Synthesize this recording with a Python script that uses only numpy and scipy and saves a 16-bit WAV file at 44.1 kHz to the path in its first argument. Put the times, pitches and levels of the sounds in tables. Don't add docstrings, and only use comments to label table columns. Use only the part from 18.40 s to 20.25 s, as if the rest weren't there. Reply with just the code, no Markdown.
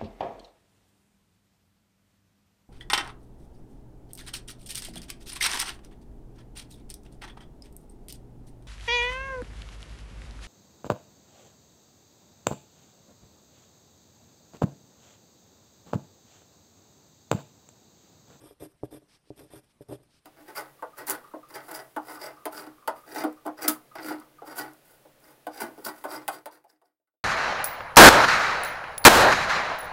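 import sys
import numpy as np
from scipy import signal
from scipy.fft import rfft, irfft, next_fast_len
from scipy.io import wavfile
from scipy.ndimage import uniform_filter1d, map_coordinates

SR = 44100
rng = np.random.default_rng(int(sys.argv[2]) if len(sys.argv) > 2 else 0)


def ratio(d):
    e = np.asarray(d, float) / 20
    return 10 ** e


def digitize_waveform(pressure):
    field = np.atleast_2d(pressure).T
    bounded = np.clip(field, -1, 1)
    quanta = np.round(bounded * 32767).astype(np.int16)
    wavfile.write(sys.argv[1], SR, quanta)


N = 81585

# start in seconds, length in seconds, fibre hiss in dB, table shake in dB,
# place of top speed from 0 to 1.
STROKES = [(-.03, 0.17, -62, -51.5, 0.5), (0.194, 0.078, -54, -42.5, 0.41), (0.264, 0.066, -74, -65.5, 0.8),
           (0.431, .033, -61.5, -51, 0.76), (0.504, 0.084, -57, -44.5, 0.29), (0.598, 0.055, -85, -62, .4),
           (0.956, 0.096, -61, -48.5, 0.56), (1.04, 0.041, -73, -58.5, 0.1),
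           (1.1, .105, -56.5, -48.5, 0.51), (1.227, 0.029, -72.5, -60.5, 0.47),
           (1.403, 0.032, -65.5, -51.5, 0.4), (1.48, 0.086, -57.5, -39.5, 0.56),
           (1.578, 0.047, -96, -59.5, 0.25), (1.625, 0.017, -67.5, -60, 0.65)]
# time in seconds, peak level in dB, contact time in seconds.
TAPS = [(0.038, -38.5, 0.0013), (0.108, -41, 0.00086), (0.222, -28.5, 0.0014), (0.427, -43, 0.0013),
        (0.432, -17.5, 0.0012), (0.524, -33.5, 0.0014), (0.545, -33, 0.0017), (0.871, -55, 0.00092),
        (0.902, -25.5, 0.0015), (1.019, -41, 0.0012), (1.1, -46, 0.0017), (1.134, -33, 0.0011),
        (1.406, -30, 0.0019), (1.495, -31.5, 0.0013), (1.527, -25.5, 0.0015)]
# frequency in Hz, level in dB, 60 dB decay time in seconds.
TABLE_MODES = [(61, 2, 0.05), (126.9, 6.5, 0.09), (308.5, 4, 0.062), (403.7, 2, 0.048), (488, -9.5, 0.04),
               (564, -9, 0.054), (698, -19, 0.072), (880, -26.5, 0.058), (1155, -22, 0.032),
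               (1390, -34, 0.046), (1600, -20, 0.044)]
# frequency in Hz, level in dB.
SCRATCH_SPECTRUM = [(500, 6), (1400, 6), (2500, -0.5), (5000, -5.5), (8000, -2), (12000, -2), (15000, -13)]
# frequency in Hz, width in Hz, lift in dB.
SHAFT_PEAKS = [(1420, 90, 5), (2400, 120, 3), (3480, 190, 8), (5250, 260, 6), (8650, 350, 5),
               (9500, 300, 3), (11400, 350, 5), (12300, 200, 3)]
# start in seconds, length in seconds, level in dB, place of top speed from 0 to 1.
SLIDES = [
    (0.67, 0.12, -64.5, 0.63),
    (0.838, .085, -69.5, 0.9),
    (1.057, 0.063, -74.5, 0.4),
    (1.279, 0.06, -73.5, 0.6),
    (1.686, .125, -67.5, 0.59),
    (1.832, .06, -71, .5),
]
# frequency in Hz, level in dB.
WOOL_SPECTRUM = [(150, 0.5), (600, -8.5), (2000, -4), (5000, -1), (7000, -6.5), (10000, -12), (15000, -26)]
# start in seconds, length in seconds,
# frequency in Hz, width in Hz, level in dB.
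CREAK = (-2, .2, 1330, 90, -75)
# frequency in Hz, level in dB.
ROOM_SPECTRUM = [(25, 5.5), (60, 11), (150, 11), (400, 2), (1500, -5.5), (5000, -11.5), (10000, -14.5),
                 (15000, -27.5)]
# frequency in Hz, width
# in Hz, lift or dip in dB.
PORT_PEAKS = [(4320, 200, -0.5), (5180, 460, 1.5), (7050, 644, -6), (8730, 820, 4), (10350, 190, -1),
              (11400, 610, 3), (15000, 700, 3),
              (13350, 260, -9)]

STROKE_EDGE_S, STROKE_DOME_DB = 0.0065, 8
SHAKE_GROWS = 1.85
FIBRES_PER_S, FIBRE_SPREAD_DB = 12000, 3
BUMP_DB, DRAG_CONTACT_S = 4, 0.0011
TAP_DB, TAP_LAG_S = -5, 0.002172
SLIDE_EDGE_S, SLIDE_DOME_DB = 0.019, 7.5
NEAR_DB, NEAR_T60_S = -3, 0.041
ECHO_DB, ECHO_T60_S = -18, 0.41
ROOM_DB, ROOM_SWAY_DB = -70, -1
TOP_HZ = 15450


def pencil():
    scratch = fibre_hiss()
    return scratch + scatter(scratch, NEAR_DB, NEAR_T60_S) + table(lead_force())


def fibre_hiss():
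    size = rng.standard_normal(N) * ratio(FIBRE_SPREAD_DB * rng.exponential(size=N))
    crossed = rng.random(N) < FIBRES_PER_S / SR
    clicks = filtered(size * crossed, lifts(SHAFT_PEAKS))
    fibres = patchy(coloured(clicks, SCRATCH_SPECTRUM), 2) * ratio(0.85 * wobble(70.1))
    hiss = sum(ratio(db) * swell(start, length, top, STROKE_EDGE_S, STROKE_DOME_DB)
               for start, length, db, _, top in STROKES)
    return hiss * fibres


def lead_force():
    dome_db = STROKE_DOME_DB * SHAKE_GROWS
    drag = sum(ratio(db) * swell(start, length, top, STROKE_EDGE_S, dome_db)
               for start, length, _, db, top in STROKES)
    lumps = rng.standard_normal(N) * ratio(BUMP_DB * wobble(120))
    bumps = np.convolve(lumps, push(DRAG_CONTACT_S))[:N]
    force = drag * bumps / np.std(table(bumps))
    for time, db, contact in TAPS:
        first = round((time + TAP_LAG_S) * SR)
        force[first:][:400] += ratio(db + TAP_DB) * push(contact)
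    return force


def push(contact):
    u = np.arange(400) / SR / contact
    shape = np.sin(np.pi * np.clip(u, 0, 1)) ** 2
    return shape / shape.sum()


def table(force):
    t = np.arange(SR // 4) / SR
    ring = sum(ratio(db - 60 * t / t60) * np.sin(2 * np.pi * hz * t) for hz, db, t60 in TABLE_MODES)
    velocity = -np.diff(ring, prepend=0) * 10
    return signal.fftconvolve(force, velocity)[:N]


def glove():
    gain = sum(ratio(db) * swell(start, length, top, SLIDE_EDGE_S, SLIDE_DOME_DB)
               for start, length, db, top in SLIDES)
    return gain * ratio(1.2 * wobble(39.93)) * coloured(rng.standard_normal(N), WOOL_SPECTRUM)


def creak():
    start, length, hz, width_hz, db = CREAK
    tone = filtered(rng.standard_normal(N), lambda f: 1 / (1 + ((f - hz) / width_hz) ** 4))
    return ratio(db) * swell(start, length, 0.45, 0.035, 2.2) * unit(tone)


def room():
    air = patchy(coloured(rng.standard_normal(N), ROOM_SPECTRUM), 2.2)
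    return ratio(ROOM_DB + ROOM_SWAY_DB * wobble(11.7)) * air


def scatter(x, level_db, t60):
    t = np.arange(SR // 3) / SR
    tail = rng.standard_normal(len(t)) * ratio(-60 * t / t60) * (t > 0.001)
    return ratio(level_db) * signal.fftconvolve(x, tail / np.linalg.norm(tail))[:N]


def swell(start, length, top, edge, dome_db):
    t = np.arange(N) / SR - start
    top = np.clip(top, 0.05, 0.95)
    u = t / length
    off = np.where(u < top, (top - u) / top, (u - top) / (1 - top))
    gate = np.clip(np.minimum(t, length - t) / edge, 0, 1)
    return gate ** 2 * ratio(-dome_db * np.clip(off, 0, 1) ** 1.41)


def wobble(rate):
    knots = rng.standard_normal(int(N * rate / SR) + 4)
    return map_coordinates(knots, [np.arange(N) * rate / SR])


def patchy(x, depth_db):
    z = signal.stft(x, nperseg=256)[2]
    field = rng.standard_normal(z.shape)
    field = uniform_filter1d(uniform_filter1d(field, 5, 0), 9, 1)
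    return unit(signal.istft(z * ratio(depth_db * unit(field)), nperseg=256)[1][:N])


def lifts(peaks):
    return lambda f: ratio(sum(db * np.exp(-0.5 * ((f - hz) / w) ** 2) for hz, w, db in peaks))


def coloured(x, spectrum):
    points_hz, points_db = np.transpose(spectrum)

    def response(hz):
        return ratio(np.interp(np.log(hz + 1), np.log(points_hz + 1), points_db))
    return unit(filtered(x, response))


def filtered(x, response):
    m = next_fast_len(N + SR // 2)
    return irfft(rfft(x, m) * response(np.fft.rfftfreq(m, 1 / SR)), m)[..., :N]


def unit(x):
    return x / np.sqrt(np.mean(x ** 2) + 1e-20)


def scene():
    near = pencil() + glove()
    return (near + scatter(near, ECHO_DB, ECHO_T60_S) + creak() + room())[None]


def roll_off(x):
    return signal.sosfilt(signal.butter(12, 15510, fs=SR, output="sos"), x)


def record(dry):
    port = lifts(PORT_PEAKS)
    mix = filtered(dry, lambda f: port(f) * (f < TOP_HZ))
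    return roll_off(mix)


dry = scene()
out = record(dry)
digitize_waveform(out)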